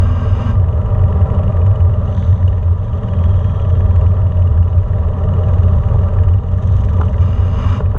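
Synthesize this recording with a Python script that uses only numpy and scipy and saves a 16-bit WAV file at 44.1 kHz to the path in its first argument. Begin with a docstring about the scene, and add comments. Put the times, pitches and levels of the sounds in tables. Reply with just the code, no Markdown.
"""On a brick street, a bicycle coasts slowly between cars and motorcycles, heard from the handlebar.
The paving forces the mount into a loud, low vibration, and the tyres roar through the frame's resonances.
The freewheel ticks as its pawl drops, and friction sounds the brake at the start and near the end.
Engines hiss as they slip past. Late on, bumps knock loose fittings, once sharply, and a motorcycle's
valves tick faster as it picks up from idle."""
import sys
import numpy as np
from scipy import signal
from scipy.fft import rfft, irfft
from scipy.io import wavfile
from scipy.ndimage import uniform_filter1d, minimum_filter1d, map_coordinates

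SR = 44100
rng = np.random.default_rng(int(sys.argv[2]) if len(sys.argv) > 2 else 0)


def file_out(sig):
    """Save sig as 16-bit WAV at sys.argv[1]."""
    # one column per channel
    cols = np.atleast_2d(sig).T
    # limit, then scale
    lim = np.clip(cols, -1, 1)
    pcm = np.round(lim * 32767).astype(np.int16)
    wavfile.write(sys.argv[1], SR, pcm)


N = 351918
TIME, FREQ = np.arange(N) / SR, np.fft.rfftfreq(N, 1 / SR)

# Envelopes: t/s, relative level/dB
MOUNT_LEVEL = [(0.0, -10), (0.29, -18.5), (0.33, -6.5), (0.4, -33), (0.47, -13), (0.64, -13.5),
               (0.93, -21.5), (1.04, -11), (1.13, -19), (1.22, -9.5), (1.35, -23.5), (1.4, -12.5),
               (1.44, -17), (1.71, -9), (1.78, -26.5), (1.8, -12), (1.89, -8), (1.93, -18.5), (2.24, -16.5),
               (2.33, -8), (2.38, -23), (2.45, -8.5), (2.55, -17), (2.71, -11.5), (2.87, -28),
               (2.93, -11.5), (3.02, -30), (3.18, -11.5), (3.44, -11.5), (3.58, -22.5), (3.67, -15),
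               (4.27, -10.5), (4.31, -22), (4.38, -10.5), (4.62, -8), (4.71, -19), (4.8, -6.5), (4.85, -29),
               (4.89, -15), (5.13, -17), (5.8, -10.5), (5.84, -25), (5.89, -15.5), (6.07, -11.5),
               (6.11, -25.5), (6.2, -9.5), (6.36, -10), (6.4, -22.5), (6.74, -10.5), (6.78, -22), (7.0, -9),
               (7.13, -22.5), (7.22, -8.5), (7.38, -23), (7.4, -9.5), (7.62, -24.5), (7.67, -9.5),
               (7.78, -22.5), (7.89, -10), (7.98, -38)]
STEM_LEVEL = [(0, -21), (.9, -17), (1.75, -17.5), (2.55, -23), (3.1, -23), (3.75, -15), (4.3, -22),
              (4.8, -23.5), (5.5, -17), (6, -16.5), (6.25, -21.5), (6.75, -18.5), (7.3, -24.5), (7.98, -20)]
BOOM_LEVEL = [(0, -24.5), (.85, -22), (1.35, -17.5), (1.8, -22.5), (2.1, -19), (2.8, -24.5), (3.05, -20),
              (3.6, -21), (3.85, -20.5), (4.2, -21.5), (4.85, -23), (5.3, -18), (6, -19.5), (6.5, -21),
              (6.9, -19), (7.4, -23), (7.98, -21.5)]
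TYRE_LEVEL = [(0, -31.5), (.7, -32.5), (1.3, -28.5), (2.75, -36.5), (3.1, -32.5), (3.85, -31.5), (4.1, -32),
              (4.75, -34.5), (5.3, -29.5), (6.05, -30), (6.45, -35), (6.95, -32.5), (7.3, -34), (7.98, -34)]
PAWL_LEVEL = [(0, -58), (.7, -54.5), (1, -51), (1.8, -50.5), (2, -59), (2.17, -50), (2.4, -52.5),
              (2.58, -50), (2.75, -59), (3.15, -48.5), (3.4, -52.5), (4, -48), (4.2, -55.5), (4.45, -50.5),
              (5, -54.5), (5.3, -50.5), (5.55, -46.5), (5.8, -51.5), (6.25, -47.5), (6.5, -57), (6.8, -49),
              (7.4, -54.5), (7.98, -50)]

# Resonances: f/Hz, width/Hz, relative level/dB
MOUNT_MODES = [(88.97, 6.5, -1), (79, 18, -20.5), (96, 6.9, -22.5)]
STEM_MODES = [(62.2, 11, -2), (72.5, 9.9, 0.68), (102.3, 13, -1.2), (115, 8, -2.5)]
FRAME_MODES = [(418.5, 56, -0.5), (453, 17, -0.5), (580, 60, -0.5), (615, 40, 1), (782.6, 34, -4.5),
               (926, 32, -11), (980, 58, -5), (1095, 72, -12.5), (1176.6, 67, -5.5), (1333, 47, -12)]
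HUB_MODES = [(1736, 290, 3.5), (2480, 230, -4), (2897, 175, 0.5), (3270, 180, -15.5), (3710, 92, -12),
             (4240, 150, -20.5), (4900, 260, -25.5), (6760, 410, -20.5), (8900, 180, -25.5),
             (11750, 220, -29.5)]
DISC_MODES = [(218.8, 26, 20.5), (1120, 240, 7.5), (1846, 310, -6), (2386, 130, -6), (2850, 150, -2),
              (3330, 220, -15), (3700, 80, -11), (4240, 120, -19), (4920, 170, -15), (5370, 350, -26.5),
              (5760, 130, -23.5), (6300, 220, -16.5), (6940, 400, -26.5), (7650, 150, -28.5),
              (8250, 200, -33.5), (9000, 300, -35)]
FORK_MODES = [(245, 13, 3), (217, 16, 0.5)]
SQUEAL_MODES = [(1588, 24, 2.5)]
BELT_MODES = [(3240, 110, 2), (3130, 110, -9.5), (2880, 150, -12), (1770, 130, -2), (5800, 300, -21)]

# Noise spectra: f/Hz, relative spectral density/dB
BOOM_SPECTRUM = [(70, -21.5), (115, 2.5), (140, -2.5), (172, -6.5), (198, -3.5), (215, -11.5), (245, -16),
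                 (275, -18), (305, -41), (400, -85)]
HEAVE_SPECTRUM = [(6, -44.5), (20, -16.5), (30, -6), (39, 0.5), (50, -8.5), (62, -3), (75, -9.5),
                  (100, -29.5)]
TREAD_SPECTRUM = [(150, -16), (320, -8), (500, 6.5), (720, -5), (1250, -7), (1450, -14.5), (1900, -13.5),
                  (2180, -26), (2900, -21), (3700, -32.5), (4100, -38), (8500, -43.5), (10500, -49),
                  (15600, -51.5)]
PAD_SPECTRUM = [(300, -5.5), (1200, 10), (2000, -15), (2400, -15.5), (2950, -4.5), (3300, -7.5),
                (3650, -14.5), (4500, -27.5), (6800, -27.5), (8000, -34), (9100, -32.5), (10000, -53)]
ENGINE_SPECTRUM = [(500, -12.5), (1200, 5), (1900, 1), (2200, -15.5), (2700, -12), (3250, -2), (3800, -3.5),
                   (4100, -15.5), (4350, -12.5), (5300, -26), (6000, -7.5), (7700, -25.5), (9000, -25.5),
                   (10000, -47.5)]
VALVE_SPECTRUM = [(1000, -9.5), (3300, 4), (4500, -14.5), (5400, -7.5), (6200, -1), (7500, -12),
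                  (8800, -13.5), (10500, -38.5)]

# Freewheel speed: t/s, tick rate/Hz
PAWL_RATE = [(0.0, 23.97), (1.0, 22.43), (1.4, 22.94), (1.6, 21.14), (1.8, 21.38), (1.9, 22.86),
             (2.2, 19.67), (2.8, 19.98), (3.0, 19.59), (4.1, 19.22), (4.2, 19.75), (4.5, 19.44),
             (5.1, 19.81), (5.6, 20.32), (5.8, 19.4), (5.9, 20.09), (6.8, 19.92), (7.1, 20.49),
             (7.4, 19.97), (7.98, 16.89)]
# Pulls of the brake lever: touch t/s, squeeze t/s, release t/s, light rub/dB, squeezed rub/dB,
# groan/dB re rub, squeal/dB re rub
BRAKE_PULLS = [(-.1, 0.336, 0.509, -34.5, -32, 3, -13.5), (7.18, 7.518, 7.775, -36.5, -29.5, -2.5, -20.5)]
# Passing engines: closest t/s, hiss level/dB, half the time alongside/s
ENGINE_PASSES = [(1.401, -63.5, 0.28), (2.239, -46, .1), (3.499, -54.5, 0.49), (5.699, -54, 0.32),
                 (6.8, -52, 0.18), (7.4, -56, .33)]
# Bumps: t/s, clack level/dB, clack pitch ratio, contact cutoff f/Hz, thud level/dB
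BUMPS = [(5.568, -32, .62, 1200, -26), (5.941, -26.5, .62, 1200, -28), (5.956, -29, .62, 1200, -31),
         (6.9965, -35, .6, 1500, -26), (7.001, -30, .88, 1800, -42), (7.0095, -31, 1.1, 2200, -42),
         (7.0135, -22.7, 1, 6000, -32), (7.032, -33, 1, 2400, -40), (7.140, -39, 1.5, 3500, -50),
         (7.8045, -28, 1.03, 1700, -23), (7.947, -32, .95, 1300, -42), (7.952, -37, 1, 3000, -27),
         (7.9625, -30, 1.1, 1500, -42)]
# Damped modes of the fittings and of the frame's thud: f/Hz, relative level/dB, T60/s
FITTING_MODES = [(560, -9, .024), (813, 0, .022), (996, -2, .026), (1179, -4, .022), (1346, 0, .022),
                 (1700, -14, .015), (2000, -16, .014), (2584, -17, .014), (2950, -17, .014),
                 (3420, -19, .013), (4307, -34, .02), (4900, -34, .013)]
THUD_MODES = [(200, -5, .05), (290, -4, .03), (420, 0, .045), (510, -2, .025), (620, -4, .02)]
# A motorcycle picking up from idle: t/s, valve tick rate/Hz, relative level/dB
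THROTTLE = [(6.513, 16.3, -58), (6.6, 19.3, -55), (6.7, 21.8, -55), (6.8, 23.8, -55), (7.0, 25.3, -54),
            (7.23, 25.0, -60)]
# The microphone's dull treble: f/Hz, gain/dB
MIC_RESPONSE = [(20, 0), (9200, 0), (10000, -5), (15800, -9)]


def amp(db):
    """Amplitude ratio of a level in decibels."""
    return 10 ** (np.asarray(db) / 20)


def unit(x):
    """Normalisation to rms 1."""
    return x / np.sqrt(np.mean(x ** 2) + 1e-20)


def curve(rows, column=1):
    """Linear interpolation of one table column in time."""
    columns = np.transpose(rows)
    return np.interp(TIME, columns[0], columns[column])


def noise():
    """Gaussian white noise."""
    return rng.standard_normal(N)


def drift(hz):
    """Random fluctuation of rms 1, low-passed near hz."""
    return unit(irfft(rfft(noise()) * np.exp(-(FREQ / hz) ** 2), N))


def colour(x, spectrum):
    """Zero-phase filtering by a spectrum; nothing passes above its last point."""
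    hz, db = np.transpose(spectrum)
    gain = amp(np.interp(np.log(FREQ + 1), np.log(hz), db)) * (FREQ < hz[-1])
    return irfft(rfft(x) * gain, N)


def ring(x, modes):
    """Resonance: a minimum-phase filter with one steep-sided peak for each mode."""
    power = sum(amp(db) ** 2 / (1 + 2 * ((FREQ - hz) / width) ** 2) ** 2 for hz, width, db in modes)
    cepstrum = irfft(np.log(power + 1e-12) / 2, N)
    cepstrum[1:N // 2] *= 2  # folding makes the response causal
    cepstrum[N // 2 + 1:] = 0
    return irfft(rfft(x) * np.exp(rfft(cepstrum)), N)


def driven_ring(envelope, modes):
    """Random excitation of modes, scaled to the rms of the driving envelope."""
    return unit(ring(envelope * noise(), modes)) * np.sqrt(np.mean(envelope ** 2))


def waver(x, depth, hz):
    """Frequency modulation: a wandering delay shifts the pitch by a fraction of about depth."""
    lead = np.cumsum(depth * drift(hz))
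    position = np.arange(N) + lead - uniform_filter1d(lead, size=SR // 4)
    return map_coordinates(x, [position], mode="nearest")


def strikes(cycles, jitter_s, spread_db):
    """A quasi-periodic impulse train: one strike a cycle, uneven in time and force."""
    onsets = np.flatnonzero(np.diff(np.floor(cycles)))
    lateness, force = rng.standard_normal((len(onsets), 2)).T
    onsets += (lateness * jitter_s * SR).astype(int)
    train = np.zeros(N)
    train[np.clip(onsets, 0, N - 1)] = amp(spread_db * force)
    return train


def chatter(train, rise_s, decay_s):
    """Contact noise: each impulse spreads into a short burst of tiny collisions."""
    t = TIME[:SR // 10]
    burst = (1 - np.exp(-t / rise_s)) ** 2 * np.exp(-t / decay_s)
    return signal.oaconvolve(train, burst)[:N] * noise()


def roughness_db():
    """Surface roughness, expressed as the tyre level above its mean."""
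    return curve(TYRE_LEVEL) - curve(TYRE_LEVEL).mean()


def rumble():
    """Forced vibration: bricks shake the mount and stem at their modes, amid a boom and a deeper heave."""
    drone = unit(ring(noise(), MOUNT_MODES))
    swing = np.sqrt(uniform_filter1d(drone ** 2, size=2200) + 1e-6)
    steadied = unit(drone / swing ** .8)  # evens out most of the random beating
    mount = steadied * amp(curve(MOUNT_LEVEL) + .95)
    flicker = amp(-.1 * drift(hz=19))
    judder = unit(ring(noise(), STEM_MODES)) * amp(curve(STEM_LEVEL) - .2)
    boom = unit(colour(noise(), BOOM_SPECTRUM)) * amp(curve(BOOM_LEVEL) - 3)
    heave = unit(flicker * colour(noise(), HEAVE_SPECTRUM)) * amp(-21 + .25 * roughness_db())
    return mount + judder + boom + heave


def tyres(frame_db=.54, tread_db=-5.5, lumps_db=.82):
    """Rolling noise: the tread slaps over brick joints and excites the frame's resonances."""
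    contact = amp(curve(TYRE_LEVEL) + lumps_db * drift(hz=31.2))
    tread_gain = amp(tread_db - .26 * roughness_db())  # roughness raises the hiss less than the ring
    tread = tread_gain * contact * unit(colour(noise(), TREAD_SPECTRUM))
    return amp(frame_db) * driven_ring(contact, FRAME_MODES) + tread


def freewheel(tone_spread_db=1.4):
    """Impact excitation: a pawl drops off each ratchet tooth and rings the hub."""
    drops = strikes(np.cumsum(curve(PAWL_RATE)) / SR, jitter_s=.0004, spread_db=1.15)
    ticks = np.zeros(N)
    for modes in (HUB_MODES[:2], HUB_MODES[2:]):  # low clack and high ring share each drop unevenly
        force = drops * amp(tone_spread_db * noise())
        ticks += ring(chatter(force, rise_s=.00049, decay_s=.0042), modes)
    return amp(curve(PAWL_LEVEL)) * unit(ticks)


def pull(touch_s, squeeze_s, release_s, light_db, squeezed_db, release_db_per_s=348.5):
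    """Friction follows pad pressure: a light touch, a squeeze, then exponential release."""
    touch = np.clip((TIME - touch_s) / .033, 0, 1)
    squeeze = np.clip((TIME - squeeze_s) / .087, 0, 1)
    release_db = release_db_per_s * np.clip(TIME - release_s, 0, 1)
    return touch * amp(light_db + (squeezed_db - light_db) * squeeze - release_db)


def brake(pads_db=-7, grab_db=.9, bite=.48):
    """Friction-induced vibration: the pads scrape and squeal, the disc sings and the fork groans."""
    rub = sum(pull(*lever) for *lever, _, _ in BRAKE_PULLS) * amp(grab_db * drift(hz=70))
    groan = sum(pull(*lever) * amp(groan_db) for *lever, groan_db, _ in BRAKE_PULLS)
    squeal = sum(pull(*lever) * amp(squeal_db) for *lever, _, squeal_db in BRAKE_PULLS)
    scrape = rub * (rub / rub.max()) ** bite  # harsher when squeezed
    pads = amp(pads_db) * scrape * unit(colour(noise(), PAD_SPECTRUM))
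    disc = waver(driven_ring(rub, DISC_MODES), depth=.006, hz=20)
    fork = driven_ring(groan, FORK_MODES)
    return disc + pads + fork + squeal * unit(ring(noise(), SQUEAL_MODES))


def alongside(at_s, half_s, steepness=3.4):
    """Attenuation with distance: a passing source is at half power half_s either side of at_s."""
    return 1 / np.sqrt(1 + abs((TIME - at_s) / half_s) ** steepness)


def engines(street_db=-61, belt_db=-52, flutter_db=2.4):
    """Incoherent sources add in power: passing engines swell the street's hiss; one has a whining belt."""
    flutter = amp(flutter_db * drift(hz=110))
    whine = unit(ring(noise() * flutter, BELT_MODES))
    belt = amp(belt_db) * alongside(at_s=3.48, half_s=.29) * whine
    passing_power = sum((amp(db) * alongside(at_s, half_s)) ** 2 for at_s, db, half_s in ENGINE_PASSES)
    hiss = unit(colour(noise() * flutter, ENGINE_SPECTRUM))
    return np.sqrt(amp(street_db) ** 2 + passing_power) * hiss + belt


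def struck(modes, pitch, t, rise_s=.0015, blow_s=.012):
    """Free vibration: a struck part's modes swell and decay exponentially; rms 1 over the blow."""
    sound = sum(amp(db - 60 * t / t60) * np.sin(2 * np.pi * (hz * pitch * t + rng.random()))
                for hz, db, t60 in modes)
    sound *= 1 - np.exp(-(t / rise_s) ** 2)
    return sound / np.sqrt(np.mean(sound[t < blow_s] ** 2))


def knocks(scuff_gain=.16, scuff_s=.003, scuff_hz=2000):
    """Impact: bumps thud through the frame and clack loose fittings; soft contact acts as a low-pass."""
    out, t = np.zeros(N + SR), TIME[:SR // 8]
    for at_s, clack_db, pitch, contact_hz, thud_db in BUMPS:
        scuff = scuff_gain * rng.standard_normal(len(t)) * np.exp(-t / scuff_s)
        clack = signal.lfilter(*signal.butter(2, contact_hz, fs=SR), struck(FITTING_MODES, pitch, t))
        clack += signal.lfilter(*signal.butter(2, scuff_hz, fs=SR), scuff)
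        thud = struck(THUD_MODES, 1, t)
        out[round(at_s * SR):][:len(t)] += amp(clack_db) * clack + amp(thud_db) * thud
    return out[:N]


def motorcycle(trim_db=-3):
    """Repetition rate follows engine speed: bright valve ticks quicken as the throttle opens."""
    running = (TIME > THROTTLE[0][0]) & (TIME < THROTTLE[-1][0])
    cycles = np.ceil(np.cumsum(curve(THROTTLE) * running) / SR)  # the first tick falls at the start
    impacts = strikes(cycles, jitter_s=.0012, spread_db=1.5)
    ticks = colour(chatter(impacts, rise_s=.0015, decay_s=.006), VALVE_SPECTRUM)
    ticks = unit(ticks) * np.sqrt(running.mean())  # rms 1 while running
    return amp(curve(THROTTLE, column=2) + trim_db) * ticks


def scene():
    """Superposition: all sources add at the handlebar, in one channel."""
    return (rumble() + tyres() + freewheel() + brake() + engines() + knocks() + motorcycle())[None]


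def record(dry, ceiling=.88, edge_hz=15800):
    """Filtering and compression: a dull microphone, a soft limiter, then the band limit."""
    heard = colour(dry[0], MIC_RESPONSE)
    allowed_gain = (1 + (heard / ceiling) ** 8) ** (-1 / 8)
    held_gain = minimum_filter1d(allowed_gain, size=1400)
    smooth_gain = uniform_filter1d(uniform_filter1d(held_gain, size=700), size=700)
    low_pass = signal.firwin(511, edge_hz, window=("kaiser", 9), fs=SR)
    return signal.oaconvolve(heard * smooth_gain, low_pass, "same")[None]


dry = scene()
out = record(dry)
file_out(out)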